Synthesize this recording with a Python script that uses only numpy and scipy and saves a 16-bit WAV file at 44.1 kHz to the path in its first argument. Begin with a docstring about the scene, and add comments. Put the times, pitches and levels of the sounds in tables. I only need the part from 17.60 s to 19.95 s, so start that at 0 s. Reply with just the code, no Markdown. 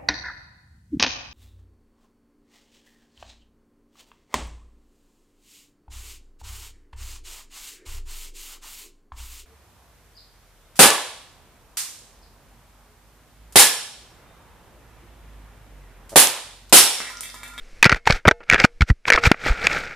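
"""A slope of dry leaves in a quiet wood, heard from the built-in microphone of a small tumbling camera.
Each landing is right at the microphone: sharp knocks on the case, a gritty scrape and a dull thump
of earth, the hardest overloading the input. In flight the case rings faintly and air rushes softly past.
At last the camera slides through the leaf litter and settles."""
import sys
import numpy as np
from scipy import signal
from scipy.fft import rfft, irfft, next_fast_len
from scipy.io import wavfile

SR = 44100
rng = np.random.default_rng(int(sys.argv[2]) if len(sys.argv) > 2 else 0)


def store_wav(level_fs):
    """Save 16-bit WAV to argv[1]."""
    pcm = np.round(np.clip(np.atleast_2d(level_fs), -1, 1) * 32767)
    wavfile.write(sys.argv[1], SR, pcm.T.astype(np.int16))


N = 103635


def undb(db):
    """Decibels to gain."""
    return 10 ** (np.asarray(db) / 20)


def unit(x):
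    """Scale to rms 1."""
    return x / np.sqrt(np.mean(x ** 2) + 1e-18)


def colour(x, outline):
    """Minimum-phase filter following an outline of frequency_hz, gain_db."""
    hz, db = np.array(outline, float).T
    size = next_fast_len(len(x) + 4096, real=True) // 2 * 2
    bins_hz = np.maximum(np.fft.rfftfreq(size, 1 / SR), 1)
    gain = undb(np.interp(np.log(bins_hz), np.log(hz), db))
    cepstrum = irfft(np.log(gain), size)
    cepstrum[1:size // 2] *= 2
    cepstrum[size // 2 + 1:] = 0
    return irfft(rfft(x, size) * np.exp(rfft(cepstrum)), size)[:len(x)]


def add(out, start_s, x):
    """Mix a sound in at a time."""
    i = int(start_s * SR)
    out[i:i + len(x)] += x[:N - i]


def fade(t, t60_s):
    """Exponential decay by 60 dB in t60_s."""
    return np.exp(-np.log(1000) * t / t60_s)


# Air at the microphone, the quiet wood behind it: frequency_hz, gain_db
AIR_SPECTRUM = [(20, 10), (45, -8), (110, -19.5), (300, -23.5), (480, -21.5), (900, -31.5), (2200, -24.5),
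                (3200, -34), (5500, -33.5), (10000, -43.5), (16000, -59)]
# Its rise and fall: time_s, level_db
AIR_LEVELS = [(0, -40.5), (.2, -39), (.42, -51.5), (0.799, -51), (1.15, -48.5), (1.4, -55), (2.35, -50)]

def air():
    """Air rushes softly past the microphone of the flying camera."""
    level_db = np.interp(np.arange(N) / SR, *np.array(AIR_LEVELS).T)
    return undb(level_db) * unit(colour(rng.standard_normal(N), AIR_SPECTRUM))


# Lightly damped modes of the case around the microphone: pitch_hz, gain_db, t60_s
CASE_MODES = [(474,4.5,0.4), (684,-6.5,0.35), (860,-4,.18), (1450,-27.5,.5), (1787,-20,.35),
              (2158,-22.5,0.82), (2627,-14.5,.22), (3548,-20.5,.2), (4420,-24,.3)]
# Contacts that leave it ringing: start_s, level_db, favoured_hz
RING_CONTACTS = [(.33,-34.5,2140), (.69,-28,1193), (1.042,-49.5,494), (1.504,-30.5,480), (1.5771,-31.5,480)]

def case_ring(falloff_db_per_octave=9):
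    """The case rings on in flight; modes near the pitch that the struck spot favours speak most."""
    out, t = np.zeros(N), np.arange(SR // 2) / SR
    for start_s, level_db, favoured_hz in RING_CONTACTS:
        for pitch_hz, gain_db, t60_s in CASE_MODES:
            octaves_off = abs(np.log2(pitch_hz / favoured_hz))
            gain = undb(level_db + gain_db - falloff_db_per_octave * octaves_off)
            add(out, start_s, gain * fade(t, t60_s) * np.sin(2 * np.pi * pitch_hz * t))
    return out


def grit(band_catches_per_s=1600, spread_db=2.9, smooth_gain=.6):
    """Dense tiny catches of uneven size, each in its own half-octave band, over a smooth rub."""
    grains = 0
    for low_hz in 750 * 2 ** np.arange(0, 4, .5):
        size = undb(spread_db * np.minimum(rng.exponential(size=N), 5))
        catches = (rng.random(N) < band_catches_per_s / SR) * size * rng.standard_normal(N)
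        band = signal.butter(2, [low_hz, low_hz * np.sqrt(2)], "band", fs=SR, output="sos")
        grains = grains + signal.sosfilt(band, catches)
    return unit(unit(grains) + smooth_gain * rng.standard_normal(N))


# Scrapes over leaves and soil, rising and falling by 20 dB in the times given:
# peak_s, rise_s, fall_s, level_db, leaf_relative_db
SCRAPE_CONTACTS = [(0.262, 0.013, 0.022, -15, -27), (.309, 0.0094, 0.013, -20, -37),
                   (.328, 0.0077, 0.027, -30, -6.5), (0.361, 0.009, 0.026, -26.5, -14),
                   (0.473, 0.011, 0.014, -17.5, -8), (0.5, 0.025, 0.05, -20.5, -9),
                   (0.554, 0.036, 0.045, -30, -10.5), (0.67, 0.011, 0.054, -37.5, -4.5),
                   (0.834, 0.008, 0.015, -44, -27.5), (.932, 0.035, 0.024, -15.5, -20),
                   (0.954, 0.023, 0.014, -14, -32), (1.003, 0.032, 0.052, -17, -21),
                   (1.041, 0.013, 0.019, -25, 0.5), (1.216, 0.0059, 0.026, -27.5, -8.5),
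                   (1.29, 0.021, 0.029, -34, -6), (1.485, 0.021, 0.024, -19.5, -10.5),
                   (1.554, 0.023, 0.015, -13.5, -29), (1.585, 0.018, 0.033, -27.5, -14),
                   (1.666, 0.036, 0.018, -12, -8.5), (1.697, 0.028, 0.074, -31, -15.5),
                   (1.88, 0.069, 0.069, -21, -10.5), (1.981, 0.27, .08, -34, -16),
                   (2.052, 0.053, 0.028, -21, -13.5), (2.132, 0.17, 0.19, -24, -12.5),
                   (2.31, 0.027, 0.062, -36, -26)]
# Rubbing, carried through the case to the microphone: frequency_hz, gain_db
RUB_SPECTRUM = [(30,6), (120,1), (330,-5), (490,3), (600,-2), (850,-7.5), (1050,-17.5), (1400,0), (1750,-5),
                (2350,-3), (3000,-18.5), (5000,-24.5), (10000,-49.5)]
# Dry leaves brushing close by: frequency_hz, gain_db
LEAF_SPECTRUM = [(1500, -3.5), (3300, 5.5), (5500, 1.5), (8000, -5), (10000, -16), (14000, -12),
                 (18000, -30.5)]

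def scrapes(steepness=1.3, judder_db=1.6, judder_per_s=160):
    """Pressure swells and lets go at each contact; juddering grit drives the case and crackles leaves."""
    t, rub_power, leaf_power = np.arange(N) / SR, 0, 0
    for peak_s, rise_s, fall_s, level_db, leaf_relative_db in SCRAPE_CONTACTS:
        from_peak = np.maximum((peak_s - t) / rise_s, (t - peak_s) / fall_s)
        pressure = undb(level_db - 20 * from_peak ** steepness)
        rub_power += pressure ** 2
        leaf_power += (pressure * undb(leaf_relative_db)) ** 2
    jolts = rng.standard_normal(N // 20)
    judder = undb(judder_db * np.interp(t * judder_per_s, np.arange(len(jolts)), jolts))
    rub = np.sqrt(rub_power) * unit(colour(grit(), RUB_SPECTRUM))
    leaves = np.sqrt(leaf_power) * unit(colour(grit(), LEAF_SPECTRUM))
    return judder * (rub + leaves)


# The camera body landing on soft earth: start_s, peak_db, pitch_hz
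EARTH_LANDINGS = [(0.26,-3.5,160), (0.323,-11.5,143), (0.328,-17,38.2), (0.4995,-6.5,140), (0.521,-15,27.3),
                  (0.664,-9,78.4), (0.678,3,171), (0.714,-28,55), (.925,-14.5,185), (1.044,3.5,212),
                  (1.207,-8,96), (1.2188,-2,67), (1.299,-9.5,128), (1.304,-2,57.6), (1.669,-4.5,83),
                  (1.7144,3,290), (1.899,-8.5,39.6)]

def thumps(rise_cycles=.41, sharpness=1.81, thud_db=-18):
    """The earth gives way and pushes back: a heavily damped, slowing swing with a little rough thud."""
    out, t = np.zeros(N), np.arange(SR // 5) / SR
    for start_s, peak_db, pitch_hz in EARTH_LANDINGS:
        age = pitch_hz * t / rise_cycles
        envelope = (age * np.exp(1 - age)) ** sharpness
        lowpass = signal.butter(2, 2 * pitch_hz, fs=SR, output="sos")
        thud = unit(signal.sosfilt(lowpass, rng.standard_normal(len(t))))
        swing = np.sin(2 * np.pi * np.log2(1 + pitch_hz * t))
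        add(out, start_s, undb(peak_db) * envelope * (undb(thud_db) * thud - swing))
    return out


# Blows on the case, centimetres from the microphone:
# start_s, level_db, pitch_hz, hollow_trim_db, crack_trim_db, t60_s
CASE_BLOWS = [(0.2273,5,2506,-13,-9,.019), (0.23,-11.5,940,-15,-8,0.055), (.243,-4.5,1970,-20,-1,0.02),
              (.253,-1,2375,-10.5,-9,0.019), (0.2597,-7,1400,-3.5,-3,0.022), (.266,-13,1412,-12,-14,0.047),
              (0.2948,-5.5,1480,-18,-9,0.022), (0.318,-7.5,2040,-7,-9,0.019), (.325,-5,1430,-15,-13,0.022),
              (0.3452,-20,1920,-5,-5.5,.016), (0.4555,-30.5,2230,-15.5,-3,.025),
              (0.473,-2.5,883,-9.5,-8,0.021), (.5,-11,1550,0.5,-23,0.027),
              (0.5061,-6.5,2285,-19,-2.5,0.016), (0.5235,-16,1510,-17,2,0.026),
              (0.6524,-13,1560,1,-21,0.061), (.674,-15,2300,1,-3,0.015), (0.68,5,1285,4,-19,0.015),
              (0.6859,0,1933,-3,-25,0.015), (.711,-7.5,1546,-1.5,-9,0.024), (0.804,-42,1400,4,-16,0.083),
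              (0.899,-0.5,2345,-33,-10.5,0.013), (0.9124,-9.5,1900,-12.5,-11,0.026),
              (0.9252,-4,1933,-34,-15,0.02), (0.9339,-6,1680,-9.5,-10,0.015),
              (0.9442,-2.5,2350,-10,-17,0.0057), (.959,-9,1660,-28,-28,0.019),
              (0.98,-18.5,1680,-7,-9.5,0.024), (1.0,-7.5,2130,-13,-3,0.015), (1.0394,-6,2406,-29,-15,0.032),
              (1.043,-9,1373,0.5,-5,0.03), (1.0486,0,1450,-2,-10.5,0.012),
              (1.2083,-12.5,2250,-19,-5.5,0.028), (1.219,-8,1400,-24.5,-9,0.028),
              (1.3009,-15.5,1907,-6,-11,0.025), (1.454,-17,2320,-13.5,-29.5,0.0091),
              (1.4804,-15,1030,-12,-1.5,0.033), (1.502,2.5,1830,-7,-17.5,0.013),
              (1.5201,-4,1810,-9,-18,0.017), (1.5245,-3,2210,-41,-10,0.019), (1.534,-8,2180,-27,-3.5,0.017),
              (1.54,-9.5,2070,-10,-8,0.014), (1.56,-16,1670,-34,0.5,0.017), (1.576,-9,1274,-5,-44,0.044),
              (1.637,-10.5,1450,-34,-7,0.025), (1.716,0.5,1470,-9,-9,.011), (1.743,-27.5,2000,2,-42,0.013),
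              (1.861,-16,1910,-1.5,-23,0.025), (2.069,-4.5,2500,-11,-3.5,0.012)]
# Midrange clack of the shell: frequency_hz, gain_db
CLACK_SPECTRUM = [(500, -31), (1000, -18.5), (1400, -3.5), (1750, 0), (2350, -0.5), (2900, -11),
                  (4500, -46), (9000, -60.5)]
# Hollow lows of the case: frequency_hz, gain_db
HOLLOW_SPECTRUM = [(80, -22), (250, -3.5), (480, 1), (650, -1.5), (900, -4.5), (1300, -1), (3000, -55.5)]
# Bright crack of the impact: frequency_hz, gain_db
CRACK_SPECTRUM = [(1500, -38.5), (3300, 5.5), (5200, 2.5), (7500, -10), (10000, -21.5), (14000, -34),
                  (18000, -33)]

def knocks(attack_s=.00035, onset_s=.0027, contact_db=-3.5, clack_db=-7, hollow_db=-5, crack_db=-5.5):
    """Each blow rings the point of contact briefly, with a shell clack, hollow lows and a shorter crack."""
    def at_level(x, db):
        """Set the rms level of the onset."""
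        return undb(db) * x / np.sqrt(np.mean(x[:int(onset_s * SR)] ** 2))

    out, t = np.zeros(N), np.arange(SR // 10) / SR
    for start_s, level_db, pitch_hz, hollow_trim_db, crack_trim_db, t60_s in CASE_BLOWS:
        noise = rng.standard_normal((3, len(t)))
        attack = 1 - np.exp(-t / attack_s)
        envelope = attack * fade(t, t60_s)
        crack_envelope = attack * fade(t, .73 * t60_s)
        phase = 2 * np.pi * pitch_hz * t
        modes = np.sin(phase) + undb(-11) * np.sin(.94 * phase)  # a weaker mode lies just below
        contact = at_level(envelope * modes, contact_db)
        clack = at_level(colour(noise[0] * envelope, CLACK_SPECTRUM), clack_db)
        hollow = at_level(colour(noise[1] * envelope, HOLLOW_SPECTRUM), hollow_db + hollow_trim_db)
        crack = at_level(colour(noise[2] * crack_envelope, CRACK_SPECTRUM), crack_db + crack_trim_db)
        add(out, start_s, undb(level_db) * (contact + clack + hollow + crack))
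    return out


def scene(side_db=-36):
    """Every contact reaches the microphone through the one case, so left and right are nearly alike."""
    mid = knocks() + scrapes() + case_ring() + thumps() + air()
    side = undb(side_db) * knocks()
    return np.array([mid + side, mid - side])


def record(dry, ceiling=.9, knee=5, top_hz=15000):
    """The camera's input overloads on the hard blows, and the highest treble is cut."""
    clipped = dry / (1 + np.abs(dry / ceiling) ** (2 * knee)) ** (.5 / knee)
    lowpass = signal.ellip(10, .2, 90, top_hz, fs=SR, output="sos")
    return signal.sosfilt(lowpass, clipped)


dry = scene()
out = record(dry)
store_wav(out)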